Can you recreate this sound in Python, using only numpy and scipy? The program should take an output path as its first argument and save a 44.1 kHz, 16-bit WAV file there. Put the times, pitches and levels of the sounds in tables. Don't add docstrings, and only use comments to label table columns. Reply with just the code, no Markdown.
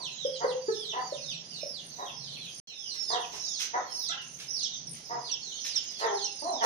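import sys
import numpy as np
from scipy import signal
from scipy.fft import rfft, irfft, next_fast_len
from scipy.io import wavfile
from scipy.ndimage import uniform_filter1d, map_coordinates

SR = 44100
rng = np.random.default_rng(int(sys.argv[2]) if len(sys.argv) > 2 else 0)


def wrap_up_sound(samples):
    columns = np.atleast_2d(samples).T
    tamed = np.clip(columns, -1, 1)
    steps = np.round(tamed * 32767).astype(np.int16)
    wavfile.write(sys.argv[1], SR, steps)


def makeup_ratio(level_db):
    decades = np.asarray(level_db, float) / 20
    return 10 ** decades


N = 293265


def unit(x):
    return x / np.sqrt(np.mean(x ** 2) + 1e-20)


def along(points, hz):
    f, value = np.transpose(points)
    return np.interp(np.log(hz + 1), np.log(f + 1), value)


def curves(rows):
    s, *columns = np.transpose(rows)
    return [np.interp(np.arange(N) / SR, s, column) for column in columns]


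def wobble(n, rate):
    knots = rng.standard_normal(int(n * rate / SR) + 4)
    return map_coordinates(knots, [np.arange(n) * rate / SR])


def filtered(x, response):
    m = next_fast_len(x.shape[-1] + SR // 10)
    return irfft(rfft(x, m) * response(np.fft.rfftfreq(m, 1 / SR)), m)[..., :x.shape[-1]]


def modes(rows, f):
    total = 0
    for k, (centre, width, db) in enumerate(rows):
        total = total + (-1) ** k * makeup_ratio(db) * 1j * f * width / (centre * centre - f * f + 1j * f * width)
    return total


# f/Hz, coherence/1
ALIKE = [(40, .05), (85, .45), (140, 1), (300, 0.74), (700, 0.48), (1400, 0.023), (3000, 0.0033)]


def paired(z, hz):
    turn = np.arccos(np.clip(along(ALIKE, hz), -1, 1))[:, None] / 2
    shared, opposed = np.cos(turn) * z[0], np.sin(turn) * z[1]
    return np.array([shared + opposed, shared - opposed])


def rush(gain, patchy_db):
    hz, _, z = signal.stft(rng.standard_normal((2, N)), SR, nperseg=512)
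    field = uniform_filter1d(rng.standard_normal(z.shape[1:]), size=6, axis=0)
    field = uniform_filter1d(field, size=12, axis=1)
    noise = signal.istft(paired(z, hz) * makeup_ratio(patchy_db * unit(field)), SR, nperseg=512)[1][:, :N]
    return unit(filtered(noise, gain))


def add(track, s, sound, lag):
    for port, start in zip(track, (round(s * SR), round(s * SR + lag))):
        piece = port[max(start, 0):start + len(sound)]
        piece += sound[max(-start, 0):][:len(piece)]


# t/s, level/dB, length/s, pulse rate/Hz, open beak level/dB
SQUAWKS = [(-.06, -51.5, 0.079, 241.6, -52), (0.397, -49, 0.071, 240.5, -5), (0.92, -45.5, 0.11, 244, -4),
           (1.97, -51.5, 0.1, 258.8, -7.5), (3.094, -42.5, 0.1, 233, -5), (3.325, -70.5, 0.027, 210, -5),
           (3.728, -46, 0.062, 243.3, -0.9), (4.124, -67, 0.072, 262.8, 6), (5.088, -48.5, .084, 229.3, -6),
           (5.991, -42, 0.12, 211.7, -0.5), (6.422, -59, 0.082, 251.2, -8.5),
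           (6.605, -42, 0.063, 233.7, -0.5)]
# f/Hz, width/Hz, level/dB
CHEST = [(295, 63, 2.8), (440, 20, 6.3)]
# f/Hz, width/Hz, level/dB
THROAT = [(704, 430, -0.5), (1024, 160, 4.5)]
# f/Hz, width/Hz, level/dB
BEAK = [(1337, 106, -3.5), (1923, 215, -1.5)]


def squawks():
    out = np.zeros((2, N))
    for s, db, length, rate_hz, beak_db in SQUAWKS:
        n = SR // 4
        u = np.clip(np.arange(n) / (length * SR), 0, 1)
        cycle = np.cumsum(rate_hz * (.89 + .16 * np.sin(2.7 * u) + .045 * wobble(n, 120))) / SR
        alternation = 1 + .2 * (-1) ** np.floor(cycle)
        pulses = np.diff(np.floor(cycle), prepend=0) * alternation * makeup_ratio(rng.normal(0, 3, n))
        rasp = rng.standard_normal(n) * np.exp(-3 * (cycle % 1))
        source = (unit(pulses) + .22 * unit(rasp)) * np.sin(np.pi * u ** .85) ** 1.4

        def tract(f):
            resonances = makeup_ratio(-6.5) * modes(CHEST, f) - modes(THROAT, f) - makeup_ratio(beak_db) * modes(BEAK, f)
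            return resonances * (f / 330) ** 4 / (1 + (f / 330) ** 4) / (1 + (f / 2200) ** 8)

        voice = filtered(source, tract)
        add(out, s, makeup_ratio(db) * unit(voice) * np.sqrt(n / (length * SR)), 15)
    return out


# t/s, f/Hz, level/dB
CROON = [
    (6.018, 426, -93),
    (6.043, 466.5, -28.5),
    (6.091, 419.6, -40),
    (6.137, 396.3, -34),
    (6.2, 425, -47),
]


def croon():
    hz, level_db = curves(CROON)
    t = np.arange(N) / SR
    gate = np.clip(np.minimum(t - CROON[0][0], CROON[-1][0] - t) / 0.02, 0, 1)
    phase = 2 * np.pi * np.cumsum(hz) / SR
    tone = gate * makeup_ratio(level_db) * (np.sin(phase) + makeup_ratio(1.5) * np.sin(2 * phase))
    return np.array([tone, np.roll(tone, 15)])


# t/s, peak level/dB, f/Hz, length/s, overtone
# level/dB
CLUCKS = [(0.251, -21.5, 532, 0.02, -44), (0.28, -27.5, 535.5, 0.025, -37), (0.445, -17.5, 511, 0.015, -21),
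          (.465, -30, 502.7, 0.073, -32), (.54, -30.5, 518, 0.067, -46), (0.685, -19.5, 437.3, 0.026, -22),
          (0.715, -35, 429.6, 0.036, -28), (.743, -35.5, 440, 0.018, -46), (1.125, -25.5, 565, 0.013, -53),
          (1.147, -36, 576, .03, -50), (1.634, -28.5, 590, 0.0095, -42), (1.657, -40, 575, 0.029, -38)]


def clucks():
    out = np.zeros((2, N))
    for s, db, hz, length, over_db in CLUCKS:
        u = np.arange(int(length * SR)) / (length * SR)
        pitch = hz * (1.04 - .07 * u - .3 * np.exp(-u / .13))
        phase = 2 * np.pi * np.cumsum(pitch) / SR
        tone = np.sin(phase) + makeup_ratio(over_db) * sum(np.sin(k * phase) for k in range(2, 5))
        add(out, s - .003, makeup_ratio(db) * np.sin(np.pi * u ** 0.76) ** 1.16 * tone, 14)
    return out


# t/s, f/Hz, level/dB
COOS = [
    [(6.408, 283, -81), (6.425, 294, -32.5), (6.443, 333, -43.5), (6.47, 343.7, -36), (6.492, 407.5, -34.5),
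     (6.515, 344, -37), (6.545, 270, -37.5), (6.58, 231, -57)],
    [(4.088, 656, -48), (4.097, 676, -41), (4.11, 770, -59), (4.12, 822, -40), (4.135, 810, -89)],
]
# f/Hz, width/Hz, level/dB
COO_TRACTS = [
    [(270, 16.7, -5), (706, 80, 5.5), (1030, 180, -6.5)],
    [(680, 200, -10), (1470, 270, 6)],
]


def coos():
    out, t = np.zeros(N), np.arange(N) / SR
    for rows, tract in zip(COOS, COO_TRACTS):
        hz, level_db = curves(rows)
        phase = 2 * np.pi * np.cumsum(hz) / SR
        gate = np.clip(np.minimum(t - rows[0][0], rows[-1][0] - t) / 0.004, 0, 1)
        harmonics = sum(abs(modes(tract, k * hz)) * np.sin(k * phase) for k in range(1, 5))
        out += gate * makeup_ratio(level_db) * harmonics
    return np.array([out, np.roll(out, 15)])


def whistle(hz, shape, overtone_db):
    phase = 2 * np.pi * np.cumsum(hz * (1 + 0.0025 * wobble(len(hz), 60))) / SR
    steepness = np.clip(abs(np.gradient(hz)) * SR / 8000, 0, 2.5)
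    flutter = makeup_ratio(1.5 * wobble(len(hz), 50) + steepness * wobble(len(hz), 160))
    return shape * flutter * (np.sin(phase) + makeup_ratio(overtone_db) * np.sin(2 * phase))


# t/s, arch length/s, top f/Hz, end f/Hz, level/dB
DIVERS = [(-.06, 0.068, 4885, 2480, -40), (0.213, 0.11, 5240, 2930, -45.5), (0.594, 0.11, 4760, 2820, -46),
          (0.716, 0.1, 5270, 3030, -43.5), (0.969, 0.14, 4720, 2430, -45), (1.141, 0.16, 5316, 3050, -42),
          (1.42, 0.115, 4940, 3500, -43), (1.556, 0.17, 5324, 2770, -40), (2.085, 0.17, 5238, 2810, -45.5),
          (2.728, 0.15, 5336, 3640, -39), (2.932, .15, 5420, 2700, -34), (3.364, .16, 5490, 2850, -36.5),
          (3.882, 0.16, 5420, 2630, -35), (4.451, 0.14, 5320, 2850, -35.5), (5.195, 0.089, 4990, 2630, -38),
          (5.578, 0.13, 5290, 2750, -38), (6.124, 0.076, 5205, 3320, -39.5)]


def divers():
    dive_hz_per_s, arch_depth, knee_s = 31000, .045, 0.0263
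    out = np.zeros((2, N))
    for s, arch, top_hz, end_hz, db in DIVERS:
        fall = (top_hz - end_hz) / dive_hz_per_s
        t = np.arange(int((arch + fall + 0.018) * SR)) / SR
        dive = np.clip((t - arch) / fall, 0, 1)
        dive = uniform_filter1d(dive, size=int(knee_s * SR), mode="nearest")
        arched = top_hz * (1 - arch_depth * (np.clip(t / arch, 0, 1) * 2 - .95) ** 2)
        hz = arched * (1 - dive) + end_hz * dive
        shape = np.clip(t / (.35 * arch), 0, 1) * np.clip((t[-1] - t) / .035, 0, 1)
        shape = shape * makeup_ratio(2 * np.sin(np.pi * dive) + 1.5 * dive - 2)
        add(out, s, makeup_ratio(db) * whistle(hz, shape, overtone_db=-17.5 - dive), rng.uniform(-15, 16))
    return out


def glides(calls, bend, overtone_db):
    out = np.zeros((2, N))
    for s, length, start_hz, end_hz, db in calls:
        u = np.arange(int(length * SR)) / (length * SR)
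        shape = np.clip(np.minimum(u / 0.085, (1 - u) / 0.024), 0, 1)
        hz = start_hz + (end_hz - start_hz) * u ** bend
        add(out, s, makeup_ratio(db) * whistle(hz, shape, overtone_db), rng.uniform(-18, 14))
    return out


# t/s, length/s, start f/Hz, end f/Hz, level/dB
SLIDERS = [(.17, 0.092, 4030, 3000, -39), (.32, 0.053, 3340, 2870, -46), (.33, 0.17, 4920, 4610, -51),
           (.47, 0.057, 4380, 2620, -41.5), (.85, 0.082, 3990, 2670, -37), (1.2, 0.062, 4550, 3620, -43.5),
           (1.275, 0.055, 3784, 2430, -37.5), (1.515, 0.02, 3050, 2600, -48),
           (1.52, 0.095, 4810, 3524, -47.5), (1.58, 0.039, 2920, 2330, -47),
           (1.89, 0.066, 4640, 3800, -51.5), (1.965, 0.18, 3940, 3180, -44.5),
           (2.06, 0.039, 3370, 2580, -42.5), (2.19, 0.093, 4450, 2970, -46.5),
           (2.31, 0.067, 4490, 2220, -43.5), (2.36, 0.14, 4370, 2960, -43.5),
           (2.385, 0.089, 3546, 2440, -42.5), (.09, .1, 4210, 2900, -47.5), (.77, 0.066, 3610, 3100, -44),
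           (.39, 0.12, 4800, 4600, -59),
           (2.663, 0.058, 3300, 2450, -42), (5.47, 0.075, 4330, 3730, -49),
                (5.85, .09, 4340, 3540, -57), (2.669, 0.067, 4230, 3580, -41.5),
                (2.755, 0.12, 3650, 2840, -43.5), (3.027, 0.025, 4480, 4150, -50.5),
                (3.069, 0.075, 3664, 3110, -45.5), (3.187, 0.059, 3670, 2440, -38.5),
                (3.34, 0.093, 4450, 3950, -66), (3.408, 0.13, 4050, 3240, -45.5),
                (3.451, 0.019, 4980, 4320, -37), (3.856, 0.073, 4440, 4380, -51.5),
                (3.971, 0.089, 4310, 3160, -46), (3.933, 0.091, 5000, 4700, -47),
                (4.549, 0.075, 4800, 2660, -39), (4.709, 0.044, 3880, 3010, -41),
                (5.238, 0.066, 4500, 2600, -43), (5.41, 0.12, 4486, 2920, -41.5),
                (5.544, 0.046, 3745, 3090, -41.5), (5.651, 0.057, 4170, 2640, -41.5),
                (5.918, 0.13, 3460, 2510, -50.5), (5.946, 0.15, 4520, 2970, -44),
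                (6.151, 0.048, 4460, 3240, -41), (6.38, 0.11, 4670, 4080, -46.5),
                (6.438, 0.073, 4106, 4050, -46), (6.527, 0.097, 3940, 2800, -41),
                (6.196, 0.093, 3200, 2630, -45), (3.87, 0.073, 3300, 2830, -55.5),
                (.09, 0.11, 4070, 2900, -53), (.77, 0.072, 3550, 3080, -40), (4.132, .1, 3096, 2670, -43),
                (5.799, 0.091, 3300, 2900, -52), (.39, .1, 4800, 4600, -51.5)]
# t/s, length/s, start f/Hz, end f/Hz, level/dB
PIPERS = [(.27, 0.062, 5980, 5340, -50), (1.12, 0.16, 6050, 6030, -57), (1.19, 0.24, 6080, 5430, -50),
          (1.56, 0.074, 6070, 5890, -52), (1.65, 0.046, 5970, 5470, -44), (1.89, 0.08, 6370, 5980, -49),
          (2.125, 0.098, 6070, 5520, -48.5), (2.8, 0.18, 6230, 5460, -44), (3.0, .11, 6830, 5650, -50),
          (3.92, 0.055, 6500, 6200, -47.5), (3.975, .08, 6100, 5600, -43), (4.49, 0.062, 6120, 5450, -36.5),
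          (5.03, 0.065, 5300, 4900, -48), (5.075, 0.085, 5255, 5140, -46), (5.51, 0.15, 6830, 5410, -44),
          (5.98, 0.12, 6860, 6760, -56), (6.11, 0.031, 5670, 5330, -43), (6.28, 0.16, 5360, 4910, -44.5),
          (3.24, 0.086, 6300, 6500, -62), (5.86, 0.19, 5075, 4850, -47), (6.43, 0.11, 6800, 6820, -55)]


def chicks():
    low = glides(SLIDERS, bend=1.7, overtone_db=-23.5)
    return divers() + low + glides(PIPERS, bend=0.93, overtone_db=-39)


# t/s, length/s, start f/Hz, end f/Hz, level/dB
CHIPS = [(.05, .035, 6960, 5300, -45.5), (.222, .045, 7070, 5420, -47.5), (.755, 0.062, 7000, 5500, -46),
         (.895, 0.03, 6800, 5520, -45), (1.088, .016, 6100, 5300, -57), (1.108, 0.0092, 6060, 5260, -51),
         (1.295, 0.033, 7000, 5700, -44), (1.497, 0.014, 6300, 5500, -51), (1.515, .018, 6400, 5150, -62),
         (1.925, .02, 5900, 5270, -48), (2.06, 0.025, 7000, 5690, -46), (2.064, .018, 6030, 5100, -63),
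         (2.875, 0.025, 5870, 5040, -49), (3.115, 0.032, 7100, 5650, -43), (3.205, 0.11, 6700, 4500, -57),
         (3.49, 0.087, 6420, 5500, -62), (3.565, .045, 6220, 5100, -40), (4.04, .05, 7200, 5700, -58),
         (4.085, 0.032, 6830, 5490, -35), (4.342, 0.013, 6980, 5960, -43.5),
         (4.593, 0.028, 6840, 5680, -42.5), (4.632, 0.021, 7000, 5130, -30),
         (4.735, 0.017, 7400, 5560, -44), (4.868, 0.019, 6520, 5210, -42), (5.313, 0.031, 6430, 5290, -32),
         (5.655, 0.062, 7080, 5520, -42.5), (5.755, 0.029, 6540, 5100, -29), (6.06, 0.021, 6700, 5850, -45),
         (6.24, 0.032, 7070, 5150, -30.5), (6.52, 0.051, 6030, 5170, -37.5), (6.61, .035, 6500, 5500, -39)]


def sparrows():
    return glides(CHIPS, bend=0.39, overtone_db=-42.5)


# t/s, level/dB
CLAMOUR = [(0, -48.5), (.6, -49), (1.3, -51), (2.28, -52), (2.6, -46), (2.85, -49.5), (3.15, -47),
           (3.48, -39.5), (3.9, -47), (4.31, -46.5), (4.5, -52.5), (4.65, -39.5), (4.89, -48), (5.2, -49),
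           (5.54, -40), (6.4, -46.5), (6.65, -35)]


def far_flock(count=260):
    s, top, drop, length, size = rng.uniform(size=(count, 5)).T[:, :, None]
    n = np.arange(SR // 6)
    u = np.clip(n / ((0.06 + 0.1 * length) * SR), 0, 1)
    hz = (3600 + 3300 * top ** .6) * (1 - (0.05 + 0.25 * drop) * u ** 2)
    tone = np.sin(2 * np.pi * np.cumsum(hz, axis=1) / SR)
    peeps = makeup_ratio(-12 * size - 9 * (1 - top)) * np.sin(np.pi * u) * tone
    sum_of_peeps = np.bincount(((s * N).astype(int) + n).ravel(), peeps.ravel(), N)[:N]
    return makeup_ratio(curves(CLAMOUR)[0] - 6) * unit(sum_of_peeps)


# t/s, level/dB, length/s
SCUFFS = [(1.65, -95, 0.024), (2.933, -58, 0.05), (3.309, -58.5, 0.12), (3.587, -46.5, 0.094),
          (4.212, -59, 0.024), (4.386, -56.5, 0.082), (4.923, -63, 0.13), (5.641, -51, 0.067),
          (5.742, -56, 0.068), (5.828, -60.5, 0.035), (5.906, -60, 0.031), (5.984, -55.5, 0.044),
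          (6.619, -44, 0.25)]
# f/Hz, level/dB (per Hz)
GRIT = [(300, -41), (1800, -13), (3000, -6.5), (4600, -9.5), (6100, -4), (7500, -18.5), (10800, -18),
        (15400, -32)]


def scuffs():
    out = np.zeros((2, N))
    for s, db, length in SCUFFS:
        u = np.arange(int(length * SR)) / (length * SR)
        grains = rng.standard_normal(len(u)) * makeup_ratio(3 * wobble(len(u), 300))
        add(out, s, makeup_ratio(db) * np.sin(np.pi * u ** 0.57) ** 2 * unit(grains), rng.uniform(-19, 10))
    tone = lambda hz: makeup_ratio(along(GRIT, hz))
    return filtered(out, lambda hz: tone(hz) / np.sqrt(np.mean(tone(hz) ** 2)))


# t/s, level/dB, length/s
INSECT = [
    (0.333, -58.5, 0.33),
    (1.09, -60, 0.23),
    (1.8, -56, 0.12),
    (2.375, -52, 0.36),
    (2.963, -55, 0.15),
    (4.198, -51, 0.23),
    (4.827, -48.5, 0.3),
    (6.238, -50.5, 0.35),
]


def insect():
    t = np.arange(N) / SR
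    bursts = 0
    for s, db, length in INSECT:
        bursts = bursts + makeup_ratio(db) * np.sin(np.pi * np.clip((t - s) / length, 0, 1)) ** 2
    throb = makeup_ratio(3.5 * np.sin(2 * np.pi * np.cumsum(50 + 4 * wobble(N, 4)) / SR))
    ringing = rush(lambda f: modes([(9310, 184, 0)], f) ** 2, patchy_db=6)
    return bursts * unit(throb * ringing)


# f/Hz, level/dB (per Hz)
FLOCK = [(2200, -32), (3200, -31), (4600, -20), (5300, -8), (6000, -2.5), (6700, -10), (7100, -28),
         (8000, -96)]


def flock_blur():
    return makeup_ratio(curves(CLAMOUR)[0] - 6.5) * rush(lambda hz: makeup_ratio(along(FLOCK, hz)), patchy_db=4)


# f/Hz, width/Hz, level/dB
MOTOR = [(138.3, 12.5, 3), (168.1, 6.9, 5.5), (231, 17, -5.5)]
# t/s, level/dB
DRONE = [(0, -61), (1.25, -58), (1.52, -55), (2.04, -59.5), (2.3, -53.5), (2.6, -56), (2.68, -68.5),
         (3.9, -71), (4.31, -62), (4.61, -65), (4.89, -51), (5.54, -70.5), (6.65, -72.5)]


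def motor():
    return makeup_ratio(curves(DRONE)[0]) * rush(lambda hz: modes(MOTOR, hz), patchy_db=-2.5)


# f/Hz, level/dB (per Hz)
HISS = [(6500, -38), (8000, -15.5), (9500, 2.5), (11000, -10.5), (15000, -11.5)]


def leaves():
    return makeup_ratio(-69 + 5 * wobble(N, 5)) * rush(lambda hz: makeup_ratio(along(HISS, hz)), patchy_db=8)


# f/Hz, level/dB (per Hz)
AIR = [(20, -37), (60, -23), (230, -19), (700, -21), (1200, -30), (2200, -26.5), (6500, -22.5), (7300, -55)]


def air():
    return makeup_ratio(-55) * rush(lambda hz: makeup_ratio(along(AIR, hz)), patchy_db=-1)


def clutter(x):
    length_s = .09
    t = np.arange(int(length_s * SR)) / SR
    sparse = rng.uniform(size=(2, len(t))) < .03
    taps = rng.standard_normal((2, len(t))) * sparse * makeup_ratio(-30 * t / length_s) * (t > .003)
    return signal.fftconvolve(x, taps / np.linalg.norm(taps, axis=1, keepdims=True), axes=1)[:, :N]


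# f/Hz, t60/s
WALLS = [(300, .45), (1000, .42), (3500, .4), (7000, .26), (11000, .15)]


def yard(x):
    hop = 16384
    out, fade = np.zeros((2, N + SR)), np.hanning(2 * hop)
    wide = np.pad(x, (hop, 2 * hop))
    for start in range(0, N + hop, hop):
        hz, t, z = signal.stft(rng.standard_normal((2, SR * 2 // 5)), SR, nperseg=256)
        far_walls = makeup_ratio(-60 * t / along(WALLS, hz)[:, None])
        near_clutter = 0.043 * makeup_ratio(-60 * t / 0.013)
        tail = signal.istft(paired(z, hz) * (far_walls + near_clutter), SR, nperseg=256)[1]
        piece = wide[start:start + 2 * hop] * fade
        wet = signal.fftconvolve(piece[None], tail / np.linalg.norm(tail[0]), axes=1)
        first = start - hop + 200
        out[:, max(first, 0):first + wet.shape[1]] += wet[:, max(-first, 0):N + SR - first]
    return out[:, :N]


def scene():
    hens, clear, sung = squawks() + croon(), clucks(), coos()
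    peeps, chips, crowd = chicks(), sparrows(), far_flock()
    steps = makeup_ratio(11.5) * scuffs()
    birds = peeps + makeup_ratio(-6) * chips
    scattered = makeup_ratio(-2) * clutter(birds[::-1]) + makeup_ratio(-4) * clutter(np.array([crowd, crowd]))
    direct = makeup_ratio(-7) * peeps + chips + steps + hens + clear + sung
    voices = makeup_ratio(4.5) * sung[0] + makeup_ratio(2.5) * hens[0] + makeup_ratio(-4.5) * clear[0]
    echo = yard(voices + makeup_ratio(-2.5) * birds[0] + crowd + makeup_ratio(1) * steps[0])
    background = flock_blur() + motor() + leaves() + air()
    return direct + scattered + echo + insect() + background


def gated(x):
    gate_hz, muted_share, bins = 7000, .36, 20
    hz, _, z = signal.stft(x, SR, nperseg=2048)
    bands = np.arange(len(hz)) // bins
    power = np.add.reduceat(np.sum(abs(z) ** 2, axis=0), np.arange(0, len(hz), bins), axis=0)
    is_open = power > np.quantile(power, muted_share, axis=1, keepdims=True)
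    kept = is_open[bands] | (hz < gate_hz)[:, None]
    return signal.istft(z * kept, SR, nperseg=2048)[1][:, :N]


def band_limit(x):
    return signal.sosfilt(signal.butter(12, 15690, fs=SR, output="sos"), x)


# f/Hz, left minus right level/dB
PORTS = [(35, -3), (130, 0.2), (1000, -1.5), (2800, -2), (4300, -8.5), (6300, -11), (7500, -1), (9000, 4.5),
         (15000, -3.5)]
# start t/s, end t/s
DROPOUT = (2.6, 2.673)


def record(dry):
    balance = lambda hz: makeup_ratio(np.outer([.5, -.5], along(PORTS, hz)))
    ports = filtered(dry, lambda hz: balance(hz) * (hz < 15300))
    t = np.arange(N) / SR
    start, end = DROPOUT
    back = np.clip(0.52 + (t - end) / 0.8, 0, 1) * (t > end)
    return band_limit(gated(ports) * ((t < start) + back))


dry = scene()
out = record(dry)
wrap_up_sound(out)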